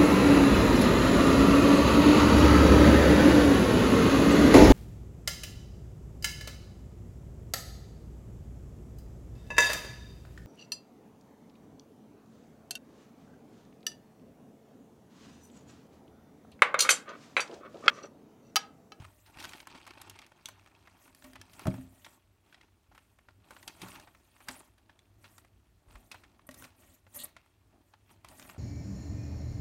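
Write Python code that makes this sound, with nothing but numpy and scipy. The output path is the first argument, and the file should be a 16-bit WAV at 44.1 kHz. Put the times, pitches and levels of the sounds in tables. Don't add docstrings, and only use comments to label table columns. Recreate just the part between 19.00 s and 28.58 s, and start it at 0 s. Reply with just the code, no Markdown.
import sys
import numpy as np
from scipy import signal
from scipy.fft import rfft, irfft
from scipy.io import wavfile
from scipy.ndimage import uniform_filter1d

SR = 44100
rng = np.random.default_rng(int(sys.argv[2]) if len(sys.argv) > 2 else 0)


def nominal_scale(level):
    x = np.asarray(level, float) / 20
    return 10 ** x


def to_wav(sig):
    pcm = np.clip(np.atleast_2d(sig), -1, 1) * 32767
    pcm = np.round(pcm).astype(np.int16)
    wavfile.write(sys.argv[1], SR, pcm.T)


N = 422478

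# start in seconds, peak of the flap sound in dB,
# ring of the flap in Hz, peak of the treble crack in dB against the flap, length of the tear in ms.
SNAPS = [(0.05, -42, 1280, -7, 4.4), (0.261, -51.5, 2340, -20, 24), (0.372, -46, 875, -4, 4.2),
         (0.386, -42, 1500, -13, 6), (0.4, -37, 2280, -4.5, 12), (0.425, -37, 2560, -14, 8.5),
         (0.44, -36, 2650, -6, 6.8), (0.446, -30, 1510, -19, 1.2), (0.451, -33, 2020, -4, 5.1),
         (0.492, -39, 3920, -20, 5.5), (0.534, -34.5, 1850, -26, 2), (0.602, -37, 2340, -28, 6),
         (0.671, -36, 1320, -1.5, 6.8), (0.701, -49, 1990, -17, 4.6), (0.749, -45, 1840, -19, 24),
         (0.775, -46, 2300, -20, 6.1), (0.866, -41.5, 1010, -3, 8.4), (0.875, -40, 970, -5, 8.7),
         (0.907, -39.5, 2350, -13, 5), (0.936, -48, 1780, -12, 5), (0.975, -43.5, 940, -21, 5.3),
         (1.015, -44, 1540, 8, 9.7), (1.097, -39, 3360, 5, 7.1), (1.159, -47, 2150, -12, 4.1),
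         (1.189, -38, 2030, -8, 5.3), (1.217, -45, 2200, -12, 4), (1.264, -50.5, 2160, -2, 8.6),
         (1.319, -46.5, 990, -10, 4.7), (1.457, -25.5, 3690, -25, 2), (1.486, -39, 1063, 5, 8.6),
         (1.661, -47, 1040, -5, 4.2), (1.873, -44.5, 1010, -15, 9.3), (2.078, -50.5, 990, -20, 7.2),
         (2.148, -53, 1160, 9.5, 2.4), (2.223, -46.5, 1630, -13, 2.6), (2.241, -49.5, 1110, 4.5, 22),
         (2.333, -45, 1800, -2, 5), (2.356, -40, 1120, -9.5, 11), (2.414, -38, 2640, -1.5, 4.7),
         (2.533, -47, 2440, 1, 14), (2.594, -42, 920, 7.5, 4.9), (2.655, -35.5, 700, -18, 1.9),
         (2.669, -28.5, 755, 0.5, 9.9), (2.74, -41, 850, -6, 13), (3.046, -39.5, 2630, -25, 10.4),
         (3.064, -41, 930, -8, 6.8), (3.526, -46.5, 1650, -19, 8), (3.544, -44, 1920, -27, 6),
         (3.612, -48.5, 2100, -25, 5.4), (3.915, -52.5, 760, -17, 14), (3.948, -51.5, 1070, -4, 17),
         (3.978, -43, 1137, -11, 6.9), (4.187, -52, 1090, -8, 6.7), (4.286, -42.5, 1095, -30, 6.5),
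         (4.507, -41.5, 860, -4, 11.3), (4.565, -40, 1410, -16, 8.2), (4.628, -46.5, 1930, 1, 7.9),
         (4.677, -32, 3206, -4, 9.3), (4.817, -33, 2330, -7, 12.7), (4.884, -44, 990, 4.5, 7.9),
         (4.954, -40, 1730, -10, 6.3), (4.998, -44.5, 1500, 3.5, 6), (5.073, -48.5, 990, -26, 15.6),
         (5.148, -50.5, 1060, -4, 7.6), (5.364, -50.5, 1180, -20, 6.1), (5.404, -48, 820, -5, 11),
         (5.485, -27, 1985, -0.5, 9), (5.511, -46, 1220, 9, 6.8), (5.78, -55.5, 1540, -1, 11),
         (5.895, -46, 1114, -33, 8.3), (5.991, -49.5, 3450, -34, 2.1), (6.242, -45, 1440, -28, 19),
         (6.381, -46, 1354, 3, 7.4), (6.447, -53, 1100, -6, 8.5), (6.955, -45.5, 1105, -9, 9.5),
         (7.115, -34.5, 2180, -3, 12), (7.144, -42, 910, -10, 13), (7.236, -47, 1400, -14, 12.6),
         (7.394, -49, 1164, -27, 2.4), (7.49, -40.5, 1430, -1.5, 3), (7.51, -52, 1960, 11, 15),
         (7.542, -50, 1040, 11, 14), (7.623, -42, 1100, 0, 4), (7.641, -39.5, 2240, -8, 8),
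         (7.649, -46, 720, 6, 4.3), (8.066, -53.5, 910, -21, 9.5), (8.253, -45.5, 3250, 6, 5.3),
         (8.365, -39, 1380, -17, 7.2), (8.461, -56, 900, -9, 5.6), (8.937, -47.5, 1090, -32, 6.2),
         (9.246, -38.5, 1050, -4.5, 8.5), (9.286, -45, 4170, 2, 3.4), (9.396, -41, 1450, 3.5, 5.9),
         (9.418, -49, 2420, -8, 2), (9.425, -43.5, 1530, 0, 5.9), (9.492, -43, 2400, -6, 2.7),
         (9.546, -46.5, 820, -20, 3), (9.564, -47.5, 610, -22, 2.5), (9.497, -35.5, 1270, -21, 5.7)]
# pitch in Hz, level in dB, time to fall 60 dB in s.
WALLS = [(48, -3, .12), (83, -19, .22), (97, -15, .35), (119, 4, .13), (184, 2, .12), (270, -4, .16),
         (340, -5, .11), (552, -12, .1), (630, -1, .07), (815, -15, .07), (1105, -16, .07)]
# pitch in Hz, level in dB, time to fall 60 dB in s.
LID = [(260, 0, .35), (600, -5, .2), (1130, -12, .11), (1880, -14, .1)]
# start in seconds, hold in seconds, rubbing in dB, weight in dB.
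MOVES = [(0., 0.0042, -53, -62), (0.371, 0.17, -52.5, -68.5), (0.68, 0.56, -59.5, -70),
         (1.352, 0.8, -67, -72.5), (2.243, 0.27, -67, -68), (2.595, 0.044, -53, -70),
         (2.694, 0.045, -63, -56), (2.758, 0.42, -73.5, -86), (3.47, 0.16, -69, -74),
         (4.443, 0.45, -68.5, -71), (4.821, 0.15, -53.5, -61), (5.158, 0.31, -72.5, -80),
         (5.53, 0.093, -64, -74), (5.82, 0.61, -82, -72.5), (6.912, 0.073, -65, -62.5),
         (7.215, 0.15, -73, -71), (7.532, 0.059, -78, -62.5), (7.637, 0.011, -58, -80),
         (7.79, 0.07, -71, -69), (8.157, 0.019, -66, -82), (8.242, 0.0087, -61, -66.5),
         (8.73, 0.018, -78, -66), (9.104, 0.014, -67.5, -69), (9.296, 0.017, -60, -75),
         (9.424, 0.14, -62.5, -60.5)]


def evened(x):
    return x / np.sqrt(np.mean(x ** 2) + 1e-20)


def read(points, hz):
    f, value = np.transpose(points)
    return np.interp(np.log(hz + 1), np.log(f + 1), value)


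def add(mix, s, sound):
    part = mix[max(round(s * SR), 0):][:len(sound)]
    part += sound[:len(part)]


def lowered(x, size):
    return evened(uniform_filter1d(x, size=size))


def coloured(x, spectrum, patchy_db):
    hz, t, z = signal.stft(x, SR, nperseg=256, noverlap=192)
    patches = rng.standard_normal(z.shape[::-1]).T
    patches = uniform_filter1d(patches, size=10, axis=0)
    patches = evened(uniform_filter1d(patches, size=10, axis=1))
    z = z * nominal_scale(read(spectrum, hz)[:, None] + patchy_db * patches)
    return evened(signal.istft(z, SR, nperseg=256, noverlap=192)[1][:N])


def grains(per_s, spread_db, ms):
    chance, side, moment = rng.random((N, 3)).T
    size = nominal_scale(spread_db * np.minimum(-np.log(chance + 1e-9), 4))
    slips = size * np.sign(side - .5) * (moment < per_s / SR)
    burst = rng.standard_normal(512) * nominal_scale(-60 * np.arange(512) / SR / (ms / 1000))
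    return evened(signal.oaconvolve(slips, burst)[:N])


def ring(modes, colour_db=0, detune=1, damping=1):
    t = np.arange(0, .5 / max(damping, 1), 1 / SR)[:, None]
    hz, db, t60 = np.transpose(modes)
    decay = nominal_scale(db + colour_db - 60 * damping * t / t60)
    waves = decay * np.sin(2 * np.pi * hz * detune * t)
    return waves.sum(axis=1) / nominal_scale(db + colour_db).sum()


def rubbed(force, modes, tilt_db, damping=1):
    octaves = np.log2(np.transpose(modes)[0] / 250)
    answer = ring(modes, tilt_db * octaves, damping=damping)
    return signal.oaconvolve(force, answer / np.linalg.norm(answer))[:N]


def strokes(start, hold, db, rise_db_per_s, fall_db_per_s, rest_db):
    t = np.arange(0, N / SR + .002, .002)[:, None]
    before = np.maximum(start - t, 0)
    after = np.maximum(t - start - hold, 0)
    shape_db = db - rise_db_per_s * before - fall_db_per_s * after
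    power = (nominal_scale(shape_db) ** 2).sum(axis=1) + nominal_scale(rest_db) ** 2
    return np.interp(np.arange(N) / SR, t[:, 0], np.sqrt(power))


def air():
    # frequency in Hz, relative density in dB per Hz.
    still = [(20, -50), (50, -3.5), (82, -5), (100, 3), (122, -15), (180, -17), (400, -19), (500, -30),
             (1400, -30.5), (7500, -39.5), (11900, -42.5), (16000, -44)]
    hz = np.fft.rfftfreq(N, 1 / SR)
    noise = irfft(rfft(rng.standard_normal(N)) * nominal_scale(read(still, hz)), N)
    swell = lowered(rng.standard_normal(N), 8000)
    slow = uniform_filter1d(rng.standard_normal(N), size=3000)
    lumps = evened(nominal_scale(3 * lowered(slow, 3000)))
    low = signal.sosfiltfilt(signal.butter(2, 420, fs=SR, output="sos"), noise)
    return nominal_scale(-67.5 + 0.28 * swell) * evened(noise - low + low * lumps)


def room(x):
    # frequency in Hz, time to fall 60 dB in seconds.
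    decay = [(200, 0.44), (1000, 0.22), (4000, 0.4), (12000, 0.043)]
    taps = np.zeros(SR // 2)
    at = np.arange(200, len(taps) - 20, 20)
    taps[at + rng.integers(0, 20, len(at))] = rng.choice([-1., 1.], len(at))
    hz, t, z = signal.stft(taps, SR, nperseg=256)
    t60 = np.maximum(read(decay, hz), .02)[:, None]
    tail = signal.istft(z * nominal_scale(-60 * t / t60), SR, nperseg=256)[1]
    return signal.oaconvolve(x, tail / np.linalg.norm(tail))[:N]


def shifting():
    push = evened(grains(per_s=300, spread_db=3.5, ms=39.0) + rng.standard_normal(N))
    start, hold, _, weight_db = np.transpose(MOVES)
    weight = strokes(start, hold, weight_db, rise_db_per_s=137, fall_db_per_s=75, rest_db=-79)
    return rubbed(push * weight, WALLS[3:], tilt_db=2.5, damping=7.0)


def rubbing():
    start, hold, rub_db, _ = np.transpose(MOVES)
    moves = strokes(start, hold, rub_db, rise_db_per_s=335, fall_db_per_s=169, rest_db=-80.5)
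    s, db, _, _, ms = np.transpose(SNAPS)
    after_db = db - 20 + 7.5 * np.log2(ms / 12.9)
    rustle = strokes(s, ms / 1000, after_db, rise_db_per_s=2000, fall_db_per_s=203, rest_db=-120)
    return np.hypot(moves, rustle)


def scrape():
    # frequency in Hz, relative density in dB per Hz.
    spectrum = [(350, -4.5), (470, -59), (600, -3.5), (1100, -3), (1600, -9.5), (2300, -7), (3000, -12.5),
                (5000, -18), (9000, -25.5), (16000, -41)]
    slips = evened(grains(per_s=900, spread_db=6.0, ms=25.6) + .85 * rng.standard_normal(N))
    crackle = grains(per_s=180, spread_db=3.5, ms=10)
    slips = evened(slips + nominal_scale(-3) * crackle)
    direct = coloured(slips, spectrum, patchy_db=3.2)
    force = rubbing()
    through = rubbed(slips * force, WALLS[3:] + LID[2:], tilt_db=9.5, damping=1.6)
    return direct * force + nominal_scale(-15.5) * through


def string_hiss():
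    # frequency in Hz, relative density in dB per Hz.
    spectrum = [(2500, -10.5), (5000, -14), (6500, -9), (9300, -4.5), (10500, -12), (11800, -4),
                (14000, -13), (16000, -10.5)]
    # start in seconds, hold in seconds, level in dB.
    slides = [(0.026, 0.28, -70), (0.413, 0.033, -62), (0.475, 0.13, -63), (0.71, 0.59, -82),
              (1.474, 0.035, -69), (1.647, 0.34, -83), (2.013, 0.07, -65), (2.192, 0.12, -66),
              (2.52, 0.32, -64.5), (2.926, 0.22, -67), (3.444, 0.093, -79), (3.96, 0.18, -79),
              (4.505, 0.53, -67.5), (4.824, 0.13, -59), (5.043, 0.34, -75.5), (5.394, 0.056, -68.5),
              (5.506, 0.067, -57.5), (5.63, 0.038, -70), (6.232, 0.17, -68.5), (6.918, 0.29, -71.5),
              (7.579, 0.056, -56.5), (7.802, .15, -65.5), (8.168, 0.082, -54.5), (8.878, 0.032, -77.5),
              (9.111, 0.01, -67.5), (9.319, 0.2, -60)]
    slips = grains(per_s=1300, spread_db=13.0, ms=24) + 4.5 * rng.standard_normal(N)
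    drag = strokes(*np.transpose(slides), rise_db_per_s=283, fall_db_per_s=320, rest_db=-84.5)
    hum = rubbed(rng.standard_normal(N) * drag, LID, tilt_db=4.5, damping=2.4)
    return coloured(slips, spectrum, patchy_db=4.5) * drag + nominal_scale(-6.0) * hum


def tugs():
    # start in seconds, length in seconds,
    # level in dB, whistle of the edge in Hz, depth of chatter from 0 to 1.
    pulls = [(5.59, 0.018, -55.5, 9100, .2), (7.466, 0.014, -58, 10600, .2), (8.134, 0.046, -53, 7800, 0.2),
             (8.14, 0.049, -43.5, 10900, 0.5), (8.179, 0.06, -50.5, 3570, 0.6),
             (8.179, 0.058, -49.5, 8600, 0), (8.195, 0.014, -47, 12100, .4),
             (8.232, 0.02, -39.5, 10600, 0.5), (9.304, 0.048, -58.5, 795, 0.2)]
    hiss, force = np.zeros(N), np.zeros(N)
    slips = evened(grains(per_s=6700, spread_db=4.0, ms=5.6) + rng.standard_normal(N))
    pace = 490 * (1 + 0.59 * lowered(rng.standard_normal(N), 150))
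    phase = np.cumsum(pace) / SR % 1
    catch = evened(np.exp(-phase / 0.23))
    for s, length, db, hz, chatter in pulls:
        rough = slips * (1 - chatter + chatter * catch)
        part = rough[round(s * SR):][:round(length * SR)]
        stroke = nominal_scale(db) * signal.windows.tukey(len(part), .6)
        band = [hz / 1.266, min(hz * 1.2, SR / 2.2)]
        edge = signal.butter(3, band, "band", fs=SR, output="sos")
        add(hiss, s, stroke * evened(signal.sosfilt(edge, part)))
        add(force, s, stroke * rng.standard_normal(len(part)))
    return hiss + nominal_scale(-13.5) * rubbed(force, LID[1:], tilt_db=4.5, damping=4.0)


def bumps():
    # start in seconds, peak in dB,
    # pitch in Hz that the struck place favours.
    blows = [(0., -39, 77), (2.657, -21.5, 262), (2.670, -15, 185), (2.727, -28.5, 200), (2.831, -47, 95),
             (4.824, -42, 208), (4.847, -47, 130), (6.874, -50, 61.6), (6.946, -44, 49.7),
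             (7.145, -55, 102)]
    # start in seconds, level in dB,
    # hardness in dB per octave, damping by what rests on it (a factor on the decay speed).
    landings = [(0.749, -43.5, -7, 4.7), (2.244, -44, 1.5, 0.59), (2.783, -36.5, -8, 1.4),
                (5.491, -37.5, 1, 2.5), (7.49, -31, 6, 3.3), (7.513, -42, 6, 4.6), (8.255, -47, 5, 2.5)]
    out = np.zeros(N)
    soft = 1 - np.exp(-np.arange(SR // 2) / SR / 0.0038)
    for s, db, hz in blows:
        octaves = np.log2(np.transpose(WALLS)[0] / hz)
        focus_db = (200 / hz) ** 2.6 + nominal_scale(-2.2 * db - 54)
        boom = soft * ring(WALLS, -focus_db * octaves ** 2)
        add(out, s, nominal_scale(db) * boom / abs(boom).max())
    octaves = np.log2(np.transpose(LID)[0] / LID[0][0])
    for s, db, hardness_db, damping in landings:
        add(out, s, nominal_scale(db) * ring(LID, hardness_db * octaves, damping=damping))
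    return out


def snaps():
    out, t = np.zeros(N), np.arange(4096) / SR
    draws = rng.standard_normal((len(SNAPS), 2, 4096))
    places = rng.standard_normal((len(SNAPS), 2, len(WALLS)))
    octaves = np.log2(np.transpose(WALLS)[0] / 250)
    bright = signal.butter(2, [3100, 12000], "band", fs=SR, output="sos")
    rise = 1 - np.exp(-t / 0.00021)
    rattle = 0.19 * rise * nominal_scale(-60 * t / 0.055)
    first = np.arange(4096) == 40
    for (s, db, hz, treble_db, ms), (a, b), (weight, tune) in zip(SNAPS, draws, places):
        a, b = a + 4.2 * first, b + 4.5 * first
        burst = rise * np.exp(-(t * 1000 / ms) ** 2)
        band = [max(hz / 2.4, 560), hz * 2.24]
        resonance = signal.butter(2, band, "band", fs=SR, output="sos")
        flap = signal.sosfilt(resonance, a * (burst + rattle))
        tones = hz * 2 ** (0.4 * np.append(tune[:2], 0))[:, None]
        bits = rise * nominal_scale(-60 * t / .032) * np.sin(2 * np.pi * tones * t).sum(axis=0)
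        flap = flap / abs(flap).max() + .3 * bits
        crack = signal.sosfilt(bright, b * (burst ** 4.1 + rattle))
        crack = nominal_scale(treble_db) * crack / abs(crack).max()
        add(out, s, nominal_scale(db) * (flap / abs(flap).max() + crack))
        knock = ring(WALLS, 5 * octaves + 4 * weight, 1 + .03 * tune, damping=1.5)
        add(out, s, nominal_scale(db - 13.5) * 1200 / hz * knock)
    return out


def scene():
    hits = snaps() + bumps() + tugs()
    hits = signal.lfilter(*signal.iirnotch(430, 430 / 120, SR), hits)
    box = hits + nominal_scale(-17.5) * room(hits) + scrape() + string_hiss() + shifting()
    near = signal.sosfilt(signal.butter(2, 35, "high", fs=SR, output="sos"), box)
    return (near + air())[None]


def top_cut(x):
    return signal.sosfilt(signal.butter(12, 16460, fs=SR, output="sos"), x)


def record(dry):
    low_pass = signal.firwin(255, 15900, window=("kaiser", 3.), fs=SR)
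    mix = signal.oaconvolve(dry, low_pass[None], "same")
    return top_cut(mix)


dry = scene()
out = record(dry)
to_wav(out)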